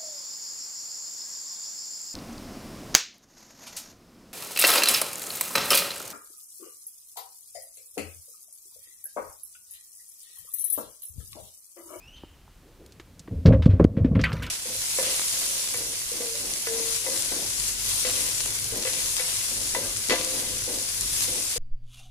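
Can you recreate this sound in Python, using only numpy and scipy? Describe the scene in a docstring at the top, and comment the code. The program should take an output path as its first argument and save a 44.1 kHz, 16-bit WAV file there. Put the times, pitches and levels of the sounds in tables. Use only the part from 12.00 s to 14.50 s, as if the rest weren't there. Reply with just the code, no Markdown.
"""A fish thrashes in the water tank of a small boat: decaying low swings thump the walls, and random
knocks on the tank resonances make the surge and rattle. Its tail rings the rim's modes; slaps, drops and
spray are swarms of ringing bubbles. A thin squeak, a gliding tone with echoes, rises at the start over quiet
open air, shaped noise. A small microphone with slow gain control lies on the deck."""
import sys
import numpy as np
from scipy import signal
from scipy.fft import rfft, irfft
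from scipy.io import wavfile
from scipy.ndimage import uniform_filter1d

SR = 44100
rng = np.random.default_rng(int(sys.argv[2]) if len(sys.argv) > 2 else 0)


def nominal_scale(level):
    """Amplitude ratio for a level in decibels (scalar or array-like)."""
    x = np.asarray(level, float) / 20
    return 10 ** x


def put_to_file(sound):
    """Save the sound as 16-bit audio at rate SR, in the file named by the first command-line argument."""
    columns = np.atleast_2d(sound).T  # one column per channel
    safe = np.clip(columns, -1, 1)
    whole_steps = np.round(safe * 32767)
    wavfile.write(sys.argv[1], SR, whole_steps.astype(np.int16))


N = 110250


def rms_one(x):
    """Normalization: the root mean square becomes 1."""
    return x / np.sqrt(np.mean(x ** 2) + 1e-20)


def in_time(rows):
    """Linear interpolation: the columns after time [s], read at every sample."""
    s, *columns = np.transpose(rows)
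    return [np.interp(np.arange(N) / SR, s, c) for c in columns]


def at_hz(points, hz):
    """Logarithmic frequency scale: a spectrum table is interpolated along log frequency."""
    table_hz, level_db = np.transpose(points)
    return np.interp(np.log(hz + 1e-9), np.log(table_hz), level_db)


def drift(rate_hz):
    """Low-pass noise: two equal poles leave slow random motion of rms 1."""
    r = np.exp(-2 * np.pi * rate_hz / SR)
    noise = rng.standard_normal(N + SR)
    return rms_one(signal.lfilter([1], [1, -2 * r, r * r], noise)[SR:])  # the first second settles


def ring(clicks, hz, t60):
    """Damped resonator: a unit click starts a decaying sine of height near 1."""
    r = nominal_scale(-60 / (max(t60, 0.002) * SR))
    w = 2 * np.pi * min(hz, 0.45 * SR) / SR
    return signal.lfilter([0, np.sin(w)], [1, -2 * r * np.cos(w), r * r], clicks + 1e-18)


def grains(length, per_s, spread_db):
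    """Poisson-like process: clicks of random time, sign and size."""
    size = nominal_scale(spread_db * np.minimum(rng.exponential(1, length), 4))
    size = size * rng.choice([-1, 1], length)
    return size * (rng.random(length) < per_s / SR)


def add(out, s, x):
    """Superposition: x is laid into out from time s [s]."""
    i = int(s * SR)
    out[i:i + len(x)] += x[:len(out) - i]


def air():
    """Broadband noise: shaped spectra of independent mid and side give open air, wider in the treble."""
    # spectrum shape of the air: (frequency [Hz], relative density [dB per Hz])
    air_colour = [(15, -46.5), (25, 10), (70, -1.5), (463, -19.5), (3250, -27.5), (14800, -35.5)]
    # stereo width: (frequency [Hz], side minus mid [dB])
    air_side = [(60, -18.5), (2400, -14.5), (15000, -2)]
    mid_rms_db = -52
    hz = np.arange(N // 2 + 1) * SR / N
    shape_db = at_hz(air_colour, hz) + [[0], [1]] * at_hz(air_side, hz)
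    mid, side = irfft(rfft(rng.standard_normal((2, N))) * nominal_scale(shape_db), N)
    return nominal_scale(mid_rms_db) * (mid + side * [[1], [-1]]) / np.sqrt(np.mean(mid ** 2))


def squeak():
    """Frequency modulation and reverberation: an unsteady gliding note, its octave, and shore echoes."""
    # thin far squeak, perhaps a bird: (time [s], mean pitch [Hz], level before flutter [dB])
    glide = [(0, 2390, -59.5), (.055, 2680, -55.5), (.11, 2975, -61), (.17, 3124, -55), (.19, 3030, -61)]
    wobble_hz, flutter_db, octave_db = 60.5, 3.5, -11.5
    shore_db, shore_t60_s = -3, 1
    hz, db = in_time(glide)
    phase = 2 * np.pi * np.cumsum(hz + wobble_hz * drift(175)) / SR
    sounding = np.arange(N) < glide[-1][0] * SR
    size = np.sqrt(2) * nominal_scale(db + flutter_db * drift(77)) * sounding
    t = np.arange(SR // 2) / SR
    shore = rng.standard_normal(len(t)) * nominal_scale(-60 * t / shore_t60_s)
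    shore = shore / np.sqrt(np.sum(shore ** 2))  # unit energy
    echo = signal.fftconvolve(size * np.sin(phase), shore)[:N]
    octave = nominal_scale(octave_db + flutter_db * drift(100)) * np.sin(2 * phase)
    return size * (np.sin(phase) + octave) + nominal_scale(shore_db) * echo


def spray():
    """Bubble resonance: many small drops each ring briefly at one of 24 pitches."""
    # falling spray: (time [s], level [dB])
    spray_level = [(2.14, -61), (2.34, -42.5), (2.5, -51)]
    # spectrum shape of the drops: (frequency [Hz], relative density [dB per Hz])
    spray_colour = [(530, -36), (900, 0.5), (1980, -2), (5910, -16.5), (15500, -26)]
    drops_per_s, decay_cycles = 2200, 73  # rate before its drift; cycles to fall 60 dB
    db, = in_time([(spray_level[0][0] - 0.03, -100)] + list(spray_level))  # fades in over 30 ms
    born = grains(N, drops_per_s * nominal_scale(2.3 * drift(10)), 3.1)
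    dealt = rng.integers(0, 24, N)  # the pitch given to each drop
    drops = 0
    for k, hz in enumerate(np.geomspace(1000, 15000, num=24)):
        ringing = ring(born * (dealt == k), hz, decay_cycles / hz)
        drops = drops + nominal_scale(at_hz(spray_colour, hz)) * hz * ringing
    return nominal_scale(db) * rms_one(drops)


def splashes():
    """Bubble resonance: a smack, then a dying swarm of tiny bubbles spread round a centre pitch."""
    # slaps and drops at the surface:
    # (time [s], swarm rms before envelope [dB], centre [Hz], t60 [s], width [octaves])
    splash_list = [(0.158, -53, 3530, 0.36, 0.58), (.234, -49, 750, 0.054, 1.34),
                   (0.478, -51.5, 1020, 0.03, 0.54), (0.619, -54, 380, 1, 0.77),
                   (0.794, -47.5, 419, 0.51, 0.35), (0.862, -49.5, 6000, 0.034, 1.9),
                   (.922, -48, 5350, 0.044, 1.4), (0.998, -42.5, 2530, 0.063, 2.16),
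                   (1.194, -39.5, 5930, 0.039, 0.94), (1.276, -47, 1320, 0.069, 1.8),
                   (1.459, -27, 1900, 0.11, 1.9), (1.459, -28, 4360, 0.07, 0.52),
                   (1.523, -29.5, 1500, 0.13, 1.41), (1.622, -32, 1926, 0.12, 2.13),
                   (1.657, -33, 2364, 0.064, 2.02), (1.693, -40.5, 1700, 0.34, 2),
                   (1.796, -24, 1125, 0.11, 1.22), (1.843, -27, 1750, 0.028, 2.98),
                   (1.967, -40.5, 1725, 0.16, 1.53), (2.045, -38, 1950, 0.13, 1.47),
                   (2.152, -28, 1750, 0.092, 1.23), (2.192, -27, 2160, 0.14, 1.33),
                   (2.214, -29, 5200, 0.046, 0.65), (2.24, -20, 2450, 0.16, 0.74),
                   (2.242, -34, 8500, 0.032, 1.0), (2.249, -28, 1290, 0.37, 0.13),
                   (2.319, -29, 1940, 0.055, 1.58), (2.33, -32.5, 4880, 0.038, 1.33),
                   (2.419, -34, 1510, 0.11, 0.053), (2.43, -29, 2700, 0.16, 0.69),
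                   (2.47, -35.5, 1440, 0.12, 0.052), (2.423, -34.5, 4800, 0.11, 2.4),
                   (2.465, -35.5, 4600, 0.047, 1.66)]
    smack_db = 16  # over one bubble of the smallest size
    attack_share, decay_cycles = 0.019, 17.2  # rise time over t60; cycles to fall 60 dB
    grains_per_s = 9000
    out, t = np.zeros(N), np.arange(SR // 4) / SR
    spread = np.linspace(-2, 2, 12)  # pitch offsets in half widths
    for s, db, centre_hz, t60, octaves in splash_list:
        born = grains(len(t), grains_per_s, 3.2)
        dealt = rng.integers(0, 12, len(t))  # the pitch given to each bubble
        smack = nominal_scale(smack_db) * (t == 0) * rng.choice([-1, 1], (12, 1))
        swarm = 0
        for k, u in enumerate(spread):
            hz = centre_hz * 2 ** (u * octaves / 2)
            weight = np.exp(-u * u / 2) * 2 ** (u * octaves / 4)
            swarm = swarm + weight * ring(born * (dealt == k) + smack[k], hz, decay_cycles / hz)
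        envelope = (1 - np.exp(-t / (attack_share * t60))) * nominal_scale(-60 * t / t60)
        add(out, s, nominal_scale(db) * rms_one(swarm) * envelope)
    return out


def rim():
    """Modal excitation: the tail slaps the hard rim and bounces, each touch striking modes unequally."""
    # touches of the tail: (time [s], level [dB])
    touches = [(2.2385, -27), (2.2405, -25.5), (2.2525, -29.5)]
    # modes of the rim: (frequency [Hz], mean level added to a touch [dB])
    modes = [(1545, 1), (1739, 1.5), (1950, 11.5), (2159, 16), (2520, 9.5), (3908, 0), (4500, 2.5)]
    decay_cycles = 128  # to fall 60 dB
    s, db = np.transpose(touches)
    out = 0
    for hz, level_db in modes:
        clicks = np.zeros(N)
        strength = nominal_scale(db + level_db + rng.normal(0, 2.5, len(s)))
        clicks[(s * SR).astype(int)] = strength * rng.choice([-1, 1], len(s))
        out = out + ring(clicks, hz, decay_cycles / hz)
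    return out


def surge(shaken):
    """Random excitation of resonators: water, and the tank shaken by thumps, knock each resonance."""
    # water surging against the tank: (time [s], level before the tilt [dB])
    water_level = [(0, -81), (1.29, -46.5), (1.32, -30.5), (1.5, -39), (1.83, -21.5), (1.93, -25.5),
                   (2.0, -17.5), (2.5, -32.5)]
    # resonances of tank and deck: (frequency [Hz], relative level [dB])
    tank = [(62, -2), (80, -3), (101, -1), (135, -15), (162, 0), (209, -4), (265, 2), (450, -3.5),
            (530, -2), (640, -7.5), (1100, -10.5)]
    knocks_per_s, spread_db, decay_cycles = 210, 1.5, 18.2  # cycles to fall 60 dB
    tilt_db_per_octave = -3  # water dulls toward higher resonances
    water_db, = in_time(water_level)
    knocks = []
    for hz, level_db in tank:
        clicks = grains(N, knocks_per_s, spread_db)
        knocks.append((nominal_scale(level_db) * clicks * np.sqrt(hz), hz))
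    scale = np.std(sum(ring(k, hz, decay_cycles / hz) for k, hz in knocks))
    out = 0
    for k, hz in knocks:
        octaves_up = np.log2(hz / tank[0][0])
        drive = nominal_scale(water_db + tilt_db_per_octave * octaves_up) + shaken
        out = out + ring(k * drive, hz, decay_cycles / hz)
    return out / scale


def thumps():
    """Damped oscillation: each thump swells, sinks in pitch and dies; also gives the tank's shaking."""
    # the body thumps the wall, levels ahead of the wall's filtering:
    # (time [s], envelope peak [dB], initial pitch [Hz], t60 [s], initial tank shaking [dB])
    thump_list = [(0.235, -30, 333, 0.018, -65), (.997, -36.5, 350, 0.041, -69),
                  (1.28, -30.5, 316, 0.043, -44), (1.309, -27.5, 112, 0.086, -35.5),
                  (1.357, -24, 83, 0.34, -60), (1.453, -5.5, 164.2, 0.13, -11),
                  (1.474, -8.5, 111.1, 0.44, -7), (1.507, -5.5, 106.4, 0.14, -12),
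                  (1.533, -10.5, 543, 0.14, -15), (1.591, -15, 80.6, 0.61, -24),
                  (1.66, 4, 176, 0.024, -12.5), (1.69, -5, 96, 0.21, -32), (1.732, -7.5, 96.8, 0.092, -26),
                  (1.798, 5, 367, 0.011, -6), (1.81, -1.5, 310, 0.017, -35), (1.8463, 9, 285, 0.012, -42),
                  (1.972, -5.5, 209, 0.022, -21.5), (2.007, -8, 98.6, 0.14, -52),
                  (2.046, -2, 266, 0.064, -25.5), (2.112, -10, 165, 0.026, -21.5),
                  (2.152, -9.5, 189, 0.095, -13), (2.19, -22, 170, 0.048, -17),
                  (2.215, -19, 141, 0.07, -64), (2.332, -17.5, 125, 0.049, -26.5)]
    attack_cycles, pitch_sag = 0.1, 0.15  # rise time; share by which the pitch sinks over t60
    rattle_t60_s = 0.14
    out, shaken, t = np.zeros(N), np.zeros(N), np.arange(SR // 3) / SR
    for s, db, hz, t60, rattle_db in thump_list:
        shape = (1 - np.exp(-t * hz / attack_cycles)) * nominal_scale(-60 * t / t60)
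        pitch = hz * (1 - pitch_sag * np.minimum(t / t60, 1))
        phase = 2 * np.pi * np.cumsum(pitch) / SR
        add(out, s, nominal_scale(db) * shape / shape.max() * np.sin(phase))
        add(shaken, s, nominal_scale(rattle_db - 60 * t / rattle_t60_s))
    return out, shaken


def scene():
    """Transmission and reflection: walls pass mainly lows; faint deck echoes differ left and right."""
    wall_cut_hz, open_lid_db = 513, -11.5  # a little escapes undulled by the open lid
    deck_echo_db, deck_echo_t60_s = -29.5, 0.034
    body, shaken = thumps()
    inside = body + surge(shaken)
    wall = signal.butter(6, wall_cut_hz, fs=SR, output="sos")
    outside = signal.sosfilt(wall, inside) + nominal_scale(open_lid_db) * inside
    near = outside + splashes() + rim() + spray() + squeak()
    t = np.arange(SR // 8) / SR
    echo = rng.standard_normal(len(t)) * nominal_scale(-60 * t / deck_echo_t60_s)
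    echo = echo / np.sqrt(np.sum(echo ** 2))  # unit energy
    side = signal.fftconvolve(near, echo)[:N]
    return near + nominal_scale(deck_echo_db) * side * [[1], [-1]] + air()


def top_cut(x):
    """Nothing passes above the cut-off."""
    return signal.sosfilt(signal.butter(12, 16480, fs=SR, output="sos"), x)


def record(dry):
    """Dynamic compression: slow gain control turns down after loud passages; both band ends are cut."""
    knee_db, squeeze = -23, 0.82  # dB of reduction wanted per dB over the knee
    attack_s, release_s = 0.49, 0.19
    top_cut_hz, low_cut_hz = 16500, 38
    power = uniform_filter1d(np.mean(dry ** 2, axis=0), size=2048)[::64]
    level_db = 10 * np.log10(power + 1e-12)
    wanted_db = -squeeze * np.maximum(level_db - knee_db, 0)
    gain_db, now = np.zeros(len(level_db)), 0
    for i, want in enumerate(wanted_db):
        now += (want - now) * 64 / SR / (attack_s if want < now else release_s)
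        gain_db[i] = now
    x = dry * nominal_scale(np.interp(np.arange(N) / 64, np.arange(len(gain_db)), gain_db))
    x = signal.sosfilt(signal.cheby2(12, 60, top_cut_hz, fs=SR, output="sos"), x)
    x = signal.sosfilt(signal.butter(2, low_cut_hz, "high", fs=SR, output="sos"), x)
    mix = np.clip(x, -1, 1)
    return top_cut(mix)


dry = scene()
out = record(dry)
put_to_file(out)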